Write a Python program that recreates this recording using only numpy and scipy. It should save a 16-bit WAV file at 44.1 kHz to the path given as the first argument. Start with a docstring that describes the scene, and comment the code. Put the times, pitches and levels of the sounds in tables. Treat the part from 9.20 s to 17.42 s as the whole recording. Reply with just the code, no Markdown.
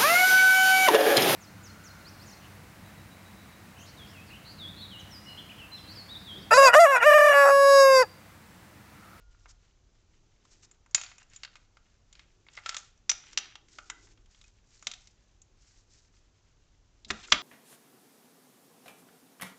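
"""Hands gather a bundle of wires over a paper-covered board in a quiet small room, close under a microphone.
At first a faint tone fades over low rumble and hiss (filtered noise) while light taps (noise cracks waking
damped modes) and brushing (band-passed friction noise) begin. From 1.7 s to 5.7 s terminals and plastic parts
tap and bounce hard between strokes of wire on paper, with board thuds (pushed low modes), rough decaying tones
(sines) and room answers (decaying noise). After a lull a part is knocked down at 8 s."""
import sys
import numpy as np
from scipy import signal
from scipy.fft import rfft, irfft, next_fast_len
from scipy.io import wavfile
from scipy.ndimage import uniform_filter1d

SR = 44100
rng = np.random.default_rng(int(sys.argv[2]) if len(sys.argv) > 2 else 0)


def rack_gain(trim_db):
    """Turn a fader trim in dB into the linear factor to multiply a signal by."""
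    fader = np.asarray(trim_db, float)
    return 10 ** (fader / 20)


def generate_wav(signal):
    """Clip the signal to [-1, 1] and save it as 16-bit WAV at the path in sys.argv[1]."""
    frames = np.transpose(np.atleast_2d(signal))
    scaled = np.clip(frames, -1, 1) * 32767
    pcm = np.round(scaled).astype(np.int16)
    wavfile.write(sys.argv[1], SR, pcm)


N = 362502
TIME = np.arange(N) / SR  # seconds

# Taps and bounces. Each row: start in seconds, direct peak in dB before the microphone, body near 1300 Hz in dB,
# edge near 6800 Hz in dB before a common 2 dB cut, favoured ring in Hz.
TAP_ROWS = [(0.146, -57, 21, -21, 1400), (0.257, -42.5, 7, -17, 980), (1.251, -48, -6.5, -7, 1028),
            (1.512, -41, -11.5, -4.5, 7300), (1.661, -45, 6, 0, 966), (1.71, -44.5, -16, 1, 6200),
            (1.746, 0, -26.5, -13, 7260), (1.778, -28.5, -7, -12, 2590), (1.813, -19.5, -13.5, -9, 6760),
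            (1.835, -26.5, -17, -14.5, 6850), (1.845, -36.5, -12, -16, 2500), (1.862, -40, -19, -33, 4590),
            (1.915, -43, -9, -23, 2330), (1.981, -33, -9.5, -1, 2630), (2.018, -46.5, 1, -25, 1700),
            (2.028, -43, -26, -7, 2820), (2.098, -48, -13, -2, 6800), (2.134, -38.5, -10.5, -4, 2250),
            (2.161, -32, -24, -13, 7030), (2.233, -25.5, -18.5, -16, 4550), (2.248, -30, -16.5, -24, 4650),
            (2.276, -45, -13, -33, 1326), (2.355, -36, -13, -17, 2480), (2.366, -44, -20, -12.5, 2300),
            (2.569, -45.5, -8, -14, 1380), (2.927, -36, -27.5, -12.5, 3490), (2.952, -42.5, -16, -19, 4300),
            (2.993, -39.5, -17.5, -23, 2360), (3.265, -47.5, -5, -22.5, 2120), (3.285, -42, -16, -42, 2350),
            (3.333, -42.5, -20, -12, 7250), (3.352, -39, -19, -13, 5460), (3.368, -35, -18.5, -15, 5400),
            (3.374, -31.5, -4, -22, 2080), (3.386, -37.5, -3.5, -41, 2110), (3.46, -22, -16, -18, 1380),
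            (3.491, -16, -17, -9.5, 4740), (3.528, -29.5, -8, -8, 1400), (3.544, -21, -18, -12, 4300),
            (3.566, -15, -15, -9, 3500), (3.581, -28, -22.5, -3, 6500), (3.775, -50.5, -28, -4, 5900),
            (3.894, -3.5, -25.5, -13.5, 5990), (3.907, -28, -27.5, -9, 5900), (3.914, -14, -19, -12, 5930),
            (4.038, -46, -9.5, -20, 5910), (4.067, -46.5, -13, -16, 2540), (4.088, -48.5, -14, -18, 3110),
            (4.13, -32.5, -17.5, -14, 5810), (4.174, -10.5, -24.5, -20.5, 5750),
            (4.185, -19.5, -21.5, -13, 5930), (4.354, -30.5, -15.5, -20, 3300),
            (4.484, -47, -16, -14.5, 6150), (4.585, -31.5, -3.5, -14.5, 1400),
            (4.699, -19, -10.5, -6.5, 1760), (4.871, -48.5, -3.5, -9, 2010), (4.974, -53, -7, -18, 3270),
            (5.058, -50.5, -19.5, -9, 3230), (5.146, -46.5, -18.5, -18, 3350),
            (5.213, -41.5, -21, -13, 3440), (5.24, -43.5, -19, -11, 2510), (5.625, -35.5, -6, -5.5, 6630),
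            (5.669, -12.5, -21.5, -15, 3560), (5.714, -22.5, -25.5, -15, 3570),
            (5.736, -27.5, -23, -14, 3770), (5.872, -38.5, -28, -12, 5350), (6.217, -41, -31.5, -1.5, 6550),
            (7.847, -35, -38, -24, 3936), (7.903, -14.5, -17, -25.5, 1990), (7.907, -13, -8, -11.5, 3830),
            (8.074, -34, -29, -8, 7430), (8.082, -42.5, -7, -20, 1490), (8.101, -37, -25, -8, 6840),
            (8.118, -26.5, -2, -7.5, 3870), (8.121, 0, -15.5, -20.5, 3400), (8.143, -22, -8, -20, 2080)]
# Natural modes of the struck parts. Each row: frequency in Hz, width in Hz before extra damping, relative level in dB.
PART_MODES = [(644, 17, -14), (883.4, 30, -9), (980, 50, -11), (1474, 210, 6.5), (2194, 53, 0),
              (2534, 35, -9.5), (2820, 79, -5), (3290, 49, -10), (3560, 44, -14), (3960, 230, 1.5),
              (4550, 160, -4.5), (5340, 120, -6.5), (5930, 36, -5), (6520, 24, -12.5), (7030, 49, 1),
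              (7520, 47, -2.5), (7730, 32, -11)]
# Heavier knocks that move the whole board. Each row: start in seconds, peak in dB before the microphone.
THUD_ROWS = [(1.743, -53), (3.894, -55.5), (4.173, -57.5), (5.667, -57), (7.862, -50.5), (7.902, -33.5),
             (8.12, -29.5)]
# Low modes of the board. Each row: frequency in Hz, relative level in dB, 60 dB decay time in seconds.
BOARD_MODES = [(48.77, -12.5, 0.17), (74.4, -3.5, 0.17), (129, -3.5, 0.028), (215, 0.5, .2),
               (289.8, -6.5, 0.13), (382, -8.5, 0.11), (647.4, -4, .08)]
# Quick strokes of wire over paper. Each row: start in seconds, length in seconds, direct rms level in dB
# before the microphone, centre in Hz.
SWIPE_ROWS = [(0.275, 0.054, -59.5, 6140), (1.299, 0.054, -63, 6600), (1.417, 0.048, -59, 6360),
              (4.808, 0.069, -64.5, 6500), (6.766, 0.044, -71.5, 5200), (7.877, 0.034, -55.5, 6500),
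              (8.024, 0.042, -52, 3200), (1.992, 0.0347, -63, 1950)]
# Rough decaying tones: a faint one at the start, ringing near 1.3 kHz, and room tails after 4.7 s.
# Each row: start in seconds, frequency in Hz, starting amplitude in dB before roughness,
# 60 dB decay time in seconds, roughness in dB.
TONE_ROWS = [(0, 1420, -71.5, 1.6, 2), (3.461, 1345, -41, 0.28, 4.5), (3.493, 1316, -50, .3, 9),
             (3.547, 1329, -52, 0.25, 4.5), (3.566, 1363, -56, 0.32, 4), (4.701, 1530, -60.5, 0.55, 6.5),
             (4.701, 2010, -57.5, 0.38, 6)]
# Bouts of slow brushing. Each row: start in seconds, held time in seconds, then paper hiss and wire scrape
# in dB before their random unevenness.
BRUSH_BOUTS = [(.21, .02, -73.5, -84), (1.28, 0.13, -69, -74.5), (1.88, .09, -66, -64.5),
               (2.119, .13, -66, -67.5), (2.33, 0.052, -72, -71.5), (2.97, 0.056, -72, -68.5),
               (3.33, .09, -66, -66.5), (3.49, .04, -54.5, -51), (3.559, 0.051, -58, -64.5),
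               (4.02, 0.11, -68, -65), (4.2, .1, -75, -58.5), (4.539, 0.12, -60.5, -67.5),
               (4.751, 0.14, -69, -77.5), (5.14, 0.13, -67, -73.5), (5.51, 0.14, -66, -75),
               (5.68, .18, -65, -74), (6.43, 0.17, -67.5, -76.5), (6.72, 0.096, -67, -77),
               (6.951, 0.031, -74, -83.5), (7.94, .1, -60, -60.5), (8.1, .015, -57, -66),
               (8.18, 0.075, -62, -66)]
# Hum of the board under the hands. Each row: time in seconds, level in dB before its random unevenness.
HUM_CURVE = [(0.0, -84.5), (1.14, -80.5), (1.42, -78.5), (2.08, -86.5), (3.16, -80.5), (3.46, -78),
             (3.75, -89.5), (4.19, -65), (4.37, -78.5), (4.6, -71.5), (4.78, -70.5), (4.97, -77.5),
             (5.2, -88.5), (6.73, -80.5), (7.51, -86), (7.92, -79), (8.04, -64.5), (8.22, -58)]
# Diffuse decay of the room. Each row: band centre in Hz, relative level in dB, 60 dB decay time in seconds.
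ROOM_BANDS = [(302, -3.5, 0.16), (700, -1, 0.44), (1400, -1, 0.4075), (2970, -2.5, .45), (5000, -2, 0.4),
              (7500, -1, .3)]
# Spectrum of the rumble and hiss. Each row: frequency in Hz, relative density in dB per Hz.
FLOOR_SPECTRUM = [(12, -26), (20, -0.5), (53, -1.5), (70, -10.5), (102, -6), (122, -12.5), (285, -23.5),
                  (448, -25.5), (1350, -31), (1870, -35.5), (5220, -35), (6230, -31.5), (8000, -38.5),
                  (10400, -62), (17600, -120)]
# Swelling of the rumble. Each row: time in seconds, gain in dB.
SWELL_CURVE = [(0, 8.5), (.35, 6.5), (.55, 2), (1.0, -1), (4.6, -1), (5.1, 4.5), (5.5, -0.5), (8.22, 1.5)]

MID_PER_BODY, MID_DB = 0.43, -5  # the 2800 Hz share follows the body share
HOLLOW_DB, HOLLOW_OCTAVES = 5.5, .35  # broad hump of the struck part around its favoured ring
EVEN_SHARE = .3  # how far the crack is spread evenly over all pitches, 0-1
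STRAY_COUNT = 16  # faint ticks of wire ends while the bundle moves
STRAY_DB, STRAY_SPREAD_DB, STRAY_BODY_DB, STRAY_EDGE_DB = -60.5, 1.5, -11.5, -18.5
RISE_DB_PER_S, FALL_DB_PER_S = 222.5, 160
REST_HISS_DB, REST_SCRAPE_DB = -81.5, -81.5  # hands resting
ROOM_DB, FLOOR_DB = -16.5, -65.5


def taps():
    """Modal excitation: a short rattle of contacts gives a broad crack and wakes the damped modes of the parts."""
    out, t = np.zeros(N), TIME[:4096]
    hz, width, db = np.transpose(PART_MODES)[:, :, None]
    damping = np.pi * 1.7 * width  # per second
    modes = rack_gain(db) * np.exp(-damping * t) * np.sin(2 * np.pi * hz * t)
    for s, peak_db, low_db, high_db, ring_hz in TAP_ROWS + strays():
        envelope = np.minimum(t / 0.0011, 1) * np.exp(-(t / 0.0036) ** 0.94)
        rattle = even(grit(len(t), 1.4) * envelope)
        # every blow lands elsewhere: it wakes the modes unevenly and those near one pitch most
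        uneven_db = 2.5 * rng.standard_normal(len(modes))
        near_db = 10.5 * np.exp(-(np.log2(hz[:, 0] / ring_hz) / 0.072) ** 2)
        ringing = signal.fftconvolve(rattle, rack_gain(uneven_db + near_db) @ modes)[:len(t)]
        sound = rattle + rack_gain(-36.0) * ringing
        mid_db = MID_PER_BODY * low_db + MID_DB
        sound = colour(sound, [(250, low_db - 27.5), (650, low_db - 11), (1300, low_db),
                               (2800, mid_db), (4500, -14), (6800, high_db - 2)])
        hump_hz = ring_hz * 2. ** (HOLLOW_OCTAVES * np.array([-1, 0, 1]))
        sound = colour(sound, np.transpose([hump_hz, [0, HOLLOW_DB, 0]]))
        add(out, s, rack_gain(peak_db) * sound / np.abs(sound).max())
    return out


def strays():
    """Chance contact: faint ticks at random moments in and around the bouts, each favouring a random mode."""
    rows = []
    for pick, where, size, pitch in rng.random((STRAY_COUNT, 4)):
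        start, held = BRUSH_BOUTS[int(pick * len(BRUSH_BOUTS))][:2]
        s = min(start + (2 * where - .5) * held, TIME[-1])
        peak_db = STRAY_DB + STRAY_SPREAD_DB * (2 * size - 1)
        ring_hz = PART_MODES[int(pitch * len(PART_MODES))][0]
        rows.append((s, peak_db, STRAY_BODY_DB, STRAY_EDGE_DB, ring_hz))
    return rows


def even(x):
    """Spectral smoothing: reduce the chance peaks and holes of a short crack."""
    db = 10 * np.log10(uniform_filter1d(np.abs(rfft(x)) ** 2, size=15) + 1e-12)
    hz = np.arange(len(db)) * SR / len(x) + 1
    return colour(x, np.transpose([hz, -EVEN_SHARE * (db - db.mean())]))


def thuds():
    """Repeated forcing: the board rocks briefly after a knock, so its low modes are pushed again and again."""
    out, t = np.zeros(N), TIME[:SR // 2]
    modes = sum(rack_gain(db) * 1000 ** (-t / t60) * np.sin(2 * np.pi * hz * t) for hz, db, t60 in BOARD_MODES)
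    for s, peak_db in THUD_ROWS:
        rocking = rng.standard_normal(len(t)) * np.exp(-t / 0.013)
        pushed = signal.fftconvolve(rocking, modes)[:len(t)]
        dull_body = band(rng.standard_normal(len(t)), 190, 2.2) * 1000 ** (-t / .25)
        thud = level(pushed, 0) + level(dull_body, -3.5)
        add(out, s, rack_gain(peak_db) * thud / np.abs(thud).max())
    return out


def swipes():
    """Sliding friction: many small contacts make a gritty band of noise, flat-topped with tapered ends."""
    out = np.zeros(N)
    for s, length, db, hz in SWIPE_ROWS:
        size = int(length * SR)
        bright = band(grit(size, 1.5), hz, 0.9)
        broad = band(grit(size, 1.5), 2600, 3.6)
        stroke = bright + rack_gain(-8) * broad
        add(out, s, level(stroke * signal.windows.tukey(size, .7), db))
    return out


def decaying_tones():
    """Exponential decay: lone tones die away with a randomly uneven level."""
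    out = np.zeros(N)
    for s, hz, db, t60, rough_db in TONE_ROWS:
        uneven = rack_gain(db + rough_db * walk(150))
        add(out, s, uneven * 1000 ** (-TIME / t60) * np.sin(2 * np.pi * hz * TIME))
    return out


def brushing():
    """Uneven friction: bright on the paper, duller along the wires, a hollow hum in the board."""
    hiss_db = bouts(column=2, rest_db=REST_HISS_DB)
    scrape_db = bouts(column=3, rest_db=REST_SCRAPE_DB)
    hum_db = np.interp(TIME, *np.transpose(HUM_CURVE))
    patchy_db = 3.5 * walk(30)  # shared by paper and wires
    hiss = level(band(ticks(), 6000, 0.99), 0) * rack_gain(hiss_db + patchy_db)
    scrape = level(band(ticks(), 2200, 1.4), 0) * rack_gain(scrape_db + patchy_db + 0.57 * walk(69))
    hum = level(band(rng.standard_normal(N), 330, .7), 0) * rack_gain(hum_db + 2.1 * walk(6.7))
    return hiss + scrape + hum


def bouts(column, rest_db):
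    """Exponential growth and decay: each bout's level in dB rises, holds and falls at fixed rates."""
    out = np.full(N, 1. * rest_db)
    for row in BRUSH_BOUTS:
        early = np.maximum(row[0] - TIME, 0)
        late = np.maximum(TIME - row[0] - row[1], 0)
        out = np.maximum(out, row[column] - RISE_DB_PER_S * early - FALL_DB_PER_S * late)
    return out


def ticks():
    """Stick-slip: friction noise with sparse slips that each last a couple of milliseconds."""
    slips = (rng.random(N) < 120 / SR) * rng.uniform(.3, 2.2, N)  # about 120 per second
    smear = signal.lfilter([1], [1, -np.exp(-1 / (0.0013 * SR))], slips)
    return rng.standard_normal(N) * (1 + smear)


def room(x):
    """Reverberation: the diffuse answer of the walls, each band with its own decay."""
    t = TIME[:int(.7 * SR)]
    tail = sum(level(band(rng.standard_normal(len(t)), hz, 0.86), db) * 1000 ** (-t / t60)
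               for hz, db, t60 in ROOM_BANDS)
    tail = tail * np.minimum(t / 0.0016, 1)
    return rack_gain(ROOM_DB) * signal.fftconvolve(x, tail / np.sqrt(np.sum(tail ** 2)))[:N]


def floor():
    """Stationary noise: steady hiss, with a rumble of the house that swells now and then."""
    air = level(colour(rng.standard_normal(N), FLOOR_SPECTRUM), FLOOR_DB)
    swell_db = np.interp(TIME, *np.transpose(SWELL_CURVE))
    return air + (rack_gain(swell_db) - 1) * band(air, 45, 2.5)


def level(x, db):
    """Mean power: scale to an rms level."""
    return x * rack_gain(db) / np.sqrt(np.mean(x ** 2))


def band(x, hz, octaves):
    """Frequency selection: band-pass around a centre."""
    edges = np.minimum(hz * 2. ** (np.array([-.5, .5]) * octaves), .45 * SR)
    return signal.sosfilt(signal.butter(2, edges, "bandpass", fs=SR, output="sos"), x)


def colour(x, points):
    """Minimum phase: a causal filter, found by folding the cepstrum, that follows (Hz, dB) points."""
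    size = next_fast_len(len(x))
    hz, db = np.transpose(points)
    bin_hz = np.arange(size // 2 + 1) * SR / size + 1
    log_gain = np.interp(np.log(bin_hz), np.log(hz), db) * np.log(10) / 20
    cepstrum = irfft(log_gain, size)
    cepstrum[1:size // 2] *= 2
    cepstrum[size // 2 + 1:] = 0
    return irfft(rfft(x, size) * np.exp(rfft(cepstrum)), size)[:len(x)]


def walk(rate):
    """Random modulation: independent normal levels, rate per second, joined by ramps."""
    k = int(SR / rate)
    return uniform_filter1d(np.repeat(rng.standard_normal(N // k + 1), k), k)[:N]


def grit(size, spread_db):
    """Impulsive noise: many small contacts, a few much stronger than the rest."""
    return rng.standard_normal(size) * rack_gain(spread_db * rng.exponential(size=size))


def add(out, s, x):
    """Superposition: mix a sound in from a time in seconds."""
    i = int(s * SR)
    out[i:i + len(x)] += x[:N - i]


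def scene():
    """Superposition of the close sounds and the room's answer to taps and strokes."""
    close = taps() + swipes()
    return (close + room(close) + thuds() + brushing() + decaying_tones())[None]


def roll_off(x):
    """The treble ends steeply here."""
    return signal.sosfilt(signal.butter(12, 8990, fs=SR, output="sos"), x)


def record(dry):
    """Saturation and band limiting: peaks bend, the floor joins, and treble falls steeply near 8 kHz."""
    bent = 0.8 * np.tanh(dry[0] / 0.92)
    mix = colour(bent + floor(), [(7400, 1.0), (8000, -9.0), (8800, -17), (9500, -45),
                                  (11000, -58.5), (16000, -70.5)])
    mix = mix - 0.023 * mix ** 3  # slight cubic distortion of the loudest peaks
    return roll_off(mix[None])


dry = scene()
out = record(dry)
generate_wav(out)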